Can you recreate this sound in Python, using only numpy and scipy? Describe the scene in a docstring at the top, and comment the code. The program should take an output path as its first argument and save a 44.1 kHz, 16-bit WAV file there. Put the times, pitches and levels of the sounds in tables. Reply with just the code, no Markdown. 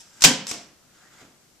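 """Staple gun in a wooden shed

A hand staple gun fires once through plastic sheeting into wood, in a small wooden shed, over quiet air.
The lever creaks and its catch slips: noise bursts and tiny friction slips coloured by narrow resonances.
The driver slams home in three bursts, ringing steel and boards and overloading the microphone.
The lever scrapes back to its stop and rings; then a hand brushes over the sheeting, which squeaks
faintly, and settles on the floor. Bursts and rubbing each get a decaying noise tail from the shed."""
import sys
import numpy as np
from scipy import signal
from scipy.fft import irfft
from scipy.io import wavfile

SR = 44100
rng = np.random.default_rng(int(sys.argv[2]) if len(sys.argv) > 2 else 0)


def wav_out(sig):
    """Save sig, one row per channel (or a flat mono array), as 16-bit PCM at SR to the path in sys.argv[1]."""
    wavfile.write(sys.argv[1], SR, np.round(np.clip(np.atleast_2d(sig).T, -1, 1) * 32767).astype(np.int16))


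N = 70560
T = np.arange(N) / SR  # seconds
HZ = np.fft.rfftfreq(N, 1 / SR)
SHED_RISE_S = 0.011  # build-up time of the shed's reflections

# How alike the two microphones hear a sound. Each row: frequency in Hz, likeness (1 = same, clipped there).
MIC_LIKENESS = [(40, 1.1), (150, .98), (300, 1.03), (700, 0.96), (2500, 0.42), (5500, .5), (9000, .2),
                (14000, 0.86)]
# Stereo balance of the pair. Each row: frequency in Hz, left minus right in dB.
MIC_BALANCE = [(200, -1.5), (700, 0.5), (1300, -1.5), (3000, 0.5), (5600, -6.5), (7300, 7.5), (9000, 15.5),
               (13000, 10.5)]


def amp(db):
    """Decibels to gain."""
    return 10 ** (np.asarray(db) / 20)


def unit(x):
    """Scales to rms 1."""
    return x / np.sqrt(np.mean(x ** 2) + 1e-20)


def read(points, hz):
    """Reads a table on a log-frequency axis."""
    f, value = np.transpose(points)
    return np.interp(np.log(hz + 1), np.log(f), value)


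def at(s, sound):
    """Delays a sound to its start time in seconds."""
    delay = max(round(s * SR), 0)
    return np.pad(sound, ((0, 0), (delay, 0)))[:, :N]


def pan(db):
    """Left and right gains of constant power."""
    gains = amp(np.array([db, -db]) / 2)
    return gains / np.sqrt(np.mean(gains ** 2, axis=0))


def noise(gain, balance=MIC_BALANCE, likeness=MIC_LIKENESS):
    """Coloured noise as the two microphones hear it: partly shared, partly independent in each band."""
    a, b = np.exp(2j * np.pi * rng.random((2, len(HZ))))
    same = np.clip(read(likeness, HZ), -1, 1)
    pair = np.array([a, same * a + np.sqrt(1 - same ** 2) * b])
    return unit(irfft(pair * gain * pan(read(balance, HZ)), N))


def peak(hz, width):
    """Gain of one steep resonance, down to half at width / 2 either side."""
    return 1 / (1 + (2 * (HZ - hz) / width) ** 2)


def die_away(x):
    """The shed's tail: builds quickly, then each band fades at its own rate."""
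    # Reverberation of the shed. Each row: frequency in Hz, time to fall 60 dB in seconds.
    fade_times = [(60, 0.23), (250, 0.65), (700, .52), (2000, .5), (4000, 0.42), (7500, 0.33), (9500, 0.27),
                  (14000, .2)]
    hz, t, bands = signal.stft(x, SR, nperseg=256)
    fade = amp(-60 * t / read(fade_times, hz)[:, None])
    tail = signal.istft(bands * fade, SR, nperseg=256)[1][:, :N]
    return tail * (1 - np.exp(-T / SHED_RISE_S))


def waver():
    """Slow random swing of a mode's strength and phase, from reflections."""
    depth, swing_hz = 1, 25
    spectrum = np.exp(2j * np.pi * rng.random(len(HZ))) * np.exp(-(HZ / swing_hz) ** 2)
    swing = np.fft.ifft(spectrum, N)
    return (1 + depth * swing / np.std(swing)) / np.hypot(1, depth)


def ring(modes):
    """Struck modes fade exponentially, each reaching the microphones with its own phase lag."""
    out = np.zeros((2, N))
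    for (hz, db, t60), (turn, side) in zip(modes, rng.random((len(modes), 2))):
        lag = np.arccos(np.clip(read(MIC_LIKENESS, hz), -1, 1)) * np.sign(side - .5)
        wave = waver() * np.exp(2j * np.pi * (hz * T + turn) - np.log(1000) * T / t60)
        sides = pan(read(MIC_BALANCE, hz)) * [1, np.exp(1j * lag)]
        out += amp(db) * np.outer(sides, wave).real
    return out / np.sqrt(sum(amp(db) ** 2 for _, db, _ in modes) / 2)


def blow(s, level_db, decay_s, gain, room_db):
    """A short burst of contact noise and the shed's answer."""
    burst = noise(gain) * np.exp(-T / decay_s)
    tail = die_away(noise(gain))
    return at(s, amp(level_db) * (burst + amp(room_db) * tail))


def rub(levels, gain):
    """Tiny random slips under a level curve, coloured by the surface and the shed."""
    slips_per_s, spread_db = 3700, 4.5
    early_s, room_db = 0.0088, -5
    hits = (rng.random(N) < slips_per_s / SR) * rng.choice([-1, 1], N)
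    slips = hits * amp(spread_db * np.minimum(rng.exponential(1, N), 4))
    drive = unit(slips) * amp(np.interp(T, *np.transpose(levels)))
    direct = noise(gain) * np.exp(-T / early_s)
    tail = die_away(noise(gain))
    response = unit(unit(direct) + amp(room_db) * unit(tail)) / np.sqrt(N)
    return signal.fftconvolve(drive[None], response, axes=1)[:, :N]


def quiet_air():
    """Steady coloured noise: the air of the shed, spread wider across the pair than the other sounds."""
    # Colour of the air. Each row: frequency in Hz, relative level in dB.
    air_colour = [(25, -11.5), (70, -7.5), (150, -3.5), (260, -6), (400, -10), (650, -10.5), (1500, -16),
                  (3500, -17.5), (6000, -14), (7700, -16), (9500, -20.5), (14000, -22.5)]
    # Stereo balance of the air. Each row: frequency in Hz, left minus right in dB.
    air_balance = [(60, 0.5), (1000, 4.5), (5000, -0.5), (7500, 4.5), (10000, 1)]
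    # Likeness of the air at the two microphones. Each row: frequency in Hz, likeness (1 = same).
    air_likeness = [(60, 0.31), (130, .8), (280, 0.48), (610, .4), (1500, .15), (10000, 0)]
    level_db = -58.5
    return amp(level_db) * noise(amp(read(air_colour, HZ)), air_balance, air_likeness)


def sheeting():
    """A hand rustles over the plastic by many small slips, with a faint rough squeak that rises."""
    # Hand brushing the sheeting. Each row: time in seconds, level in dB.
    brush_levels = [(0, -60), (.1, -61.5), (.2, -51.5), (.6, -72.5), (.88, -66.5), (.97, -57), (1.08, -57),
                    (1.1, -60.5), (1.125, -51), (1.15, -57), (1.2, -49.5), (1.24, -57), (1.3, -68),
                    (1.6, -75.5)]
    # Colour of the rustle. Each row: frequency in Hz, relative level in dB.
    rustle_colour = [(60, -25), (200, -2.5), (600, -1), (1200, -2), (1900, -3), (2700, -3), (4500, -6),
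                     (7500, -3.5), (9500, -20.5), (14000, -23.5)]
    # Squeak as the hand drags. Each row: time in seconds, level in dB, pitch in Hz.
    squeak_path = [(.9, -86.5, 1300), (1, -69, 1400), (1.06, -57.5, 1818), (1.13, -67, 1942),
                   (1.17, -65, 1986), (1.22, -58, 2150), (1.28, -85, 2193)]
    squeak_width_hz = 330
    s, db, hz = np.transpose(squeak_path)
    # a noise band at the mean pitch, shifted along the pitch curve
    band = signal.hilbert(noise(peak(np.mean(hz), squeak_width_hz)))
    glide = np.exp(2j * np.pi * np.cumsum(np.interp(T, s, hz) - np.mean(hz)) / SR)
    squeak = amp(np.interp(T, s, db)) * (band * glide).real
    return rub(brush_levels, amp(read(rustle_colour, HZ))) + squeak


def floorboards():
    """The shot sets the boards ringing; knocks and soft thuds follow as noise bursts."""
    # Dull knocks, lever at its stop and hand landing.
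    # Each row: start in seconds, level in dB, burst decay in seconds.
    knock_times = [(0.5138, -33, 0.0082), (1.2032, -51.5, 0.0023), (1.215, -53, .006)]
    # Soft thuds of hand and tool on the floor. Each row: start in seconds, level in dB, burst decay in seconds.
    thud_times = [(.545, -46.5, 0.044), (1.224, -49, 0.046)]
    # Colours of knock and thud. Each row: frequency in Hz, relative level in dB.
    knock_colour = [(40, -10), (250, 7.5), (700, 3.5), (900, 2.5), (1120, 2), (1500, -1), (2150, 0.5),
                    (2700, 0), (4000, -7), (8000, -16), (10000, -32), (14000, -17)]
    thud_colour = [(40, -22), (90, -12), (140, 1), (260, 2), (420, -8), (700, -10), (1500, -24),
                   (5000, -62)]
    # Modes of the boards. Each row: frequency in Hz, relative level in dB, time to fall 60 dB in seconds.
    board_modes = [(64, -22, 0.37), (82, -21, 0.34), (131.6, -6, 0.46), (160, -1, 0.4), (196, -6.5, 0.63),
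                   (234.9, 0.5, .34), (249.8, 4.5, 0.35), (276, -1, .34), (308.8, -6, 0.35),
                   (426, -4, 0.39), (522, -4.5, 0.52), (729, -9, .4), (992, -0.5, 0.25)]
    room_db = -6.5
    thump_s, thump_db, thump_rise_s = .246, -17, .006
    hard, soft = amp(read(knock_colour, HZ)), amp(read(thud_colour, HZ))
    knocks = sum(blow(s, db, decay_s, hard, room_db) for s, db, decay_s in knock_times)
    thuds = sum(blow(s, db, decay_s, soft, room_db) for s, db, decay_s in thud_times)
    thump = amp(thump_db) * (1 - np.exp(-T / thump_rise_s)) * ring(board_modes)
    return knocks + thuds + at(thump_s, thump)


def lever():
    """The steel lever clicks, scrapes through its narrow resonances and rings at its stop."""
    # Clicks of lever and catch. Each row: start in seconds, level in dB, burst decay in seconds.
    click_times = [(0.0148, -44, 0.0026), (0.2078, -33, 0.012), (.2210, -10.5, 0.004),
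                   (.229, -13.5, 0.0014), (0.4687, -25, 0.0024), (0.4885, -43, 0.0039),
                   (0.502, -29.5, 0.0014), (.513, -24, 0.0052)]
    # Colour of a plain click. Each row: frequency in Hz, relative level in dB.
    click_colour = [(100, -23), (1000, -14), (2400, -8), (4200, -5), (5700, -1.5), (8000, -3), (9500, -11),
                    (14000, -23)]
    # Friction as the lever is pressed and let go. Each row: time in seconds, level in dB.
    slide_levels = [(0, -37), (.018, -53.5), (.03, -66), (.15, -56), (.204, -55), (.22, -80.5), (.464, -76),
                    (.47, -31.5), (.512, -30.5), (.525, -61), (.6, -76)]
    # Resonances of the sliding lever. Each row: frequency in Hz, width in Hz, relative level in dB.
    resonances = [(5070, 120, -1), (5770, 340, 0.5), (5620, 89, -10), (7600, 500, -4)]
    # Modes of the lever on its stop. Each row: frequency in Hz, relative level in dB, time to fall 60 dB in seconds.
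    stop_modes = [(302, -8.5, 0.48), (414, -17, 0.17), (695, -8.5, 0.5), (1140, -0.5, 0.12),
                  (2250, 9, 0.046), (2220, 4, 0.11)]
    click_ring_db, scrape_ring_db, room_db = -6, -0.5, -8.5
    stop_s, stop_db = .5135, -30
    plain = unit(amp(read(click_colour, HZ)))
    peaks = unit(sum(amp(db) * peak(hz, width) for hz, width, db in resonances))
    click = np.hypot(plain, amp(click_ring_db) * peaks)
    scrape = np.hypot(plain, amp(scrape_ring_db) * peaks)
    clicks = sum(blow(s, db, decay_s, click, room_db) for s, db, decay_s in click_times)
    return clicks + rub(slide_levels, scrape) + at(stop_s, amp(stop_db) * ring(stop_modes))


def shot():
    """The spring drives the staple in a few hard contacts; near walls answer and the steel rings."""
    # Driver striking, staple sinking. Each row: start in seconds, level in dB, burst decay in seconds.
    contacts = [(0.2392, -1, 0.004), (0.2442, -3, 0.012), (0.2476, -0.5, 0.0055)]
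    # Colour of the contacts. Each row: frequency in Hz, relative level in dB.
    shot_colour = [(30, -15), (100, -18.5), (300, -10.5), (420, -11), (1000, -2.5), (1350, -10.5),
                   (1520, -4.5), (2300, -3), (3000, 0), (3500, -2.5), (5200, 0.5), (7800, -0.5),
                   (9500, -12), (14000, -19.5)]
    # Modes of steel frame and spring. Each row: frequency in Hz, relative level in dB, time to fall 60 dB in seconds.
    steel_modes = [(1485, -7.5, .22), (1553, -7.5, 0.34), (2450, -3.5, 0.2), (2755, -2.5, 0.11),
                   (3040, -0.5, 0.28), (3060, -7, 0.41), (3243, -2, .33), (4960, -1.5, .18),
                   (4870, -2, .22), (5112, 2.5, 0.085), (6160, 2.5, .08), (5944, 11.5, .07),
                   (7030, 12, 0.039)]
    room_db, early_db, early_s = -17, -8.5, 0.022
    steel_s, steel_db = .2445, -6.5
    gain, out = amp(read(shot_colour, HZ)), 0
    for s, db, decay_s in contacts:
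        walls = noise(gain) * np.exp(-T / early_s) * (1 - np.exp(-T / SHED_RISE_S))
        out = out + blow(s, db, decay_s, gain, room_db) + at(s, amp(db + early_db) * walls)
    return out + at(steel_s, amp(steel_db) * ring(steel_modes))


def scene():
    """Quiet air, rustling sheeting, floor and staple gun together."""
    return quiet_air() + sheeting() + floorboards() + lever() + shot()


def record(dry):
    """The microphone overloads unevenly on the shot, which adds a low push; then the band limit."""
    headroom, knee, lopsided = 1, 7.3, .1
    edge_hz = 14250
    held = dry / (1 + abs(dry / headroom) ** knee) ** (1 / knee)
    held = held - lopsided * held ** 4  # the even power pushes both half-waves downward
    low_pass = signal.firwin(255, edge_hz, window=("kaiser", 8), fs=SR)
    return signal.oaconvolve(held, low_pass[None], "same")


dry = scene()
out = record(dry)
wav_out(out)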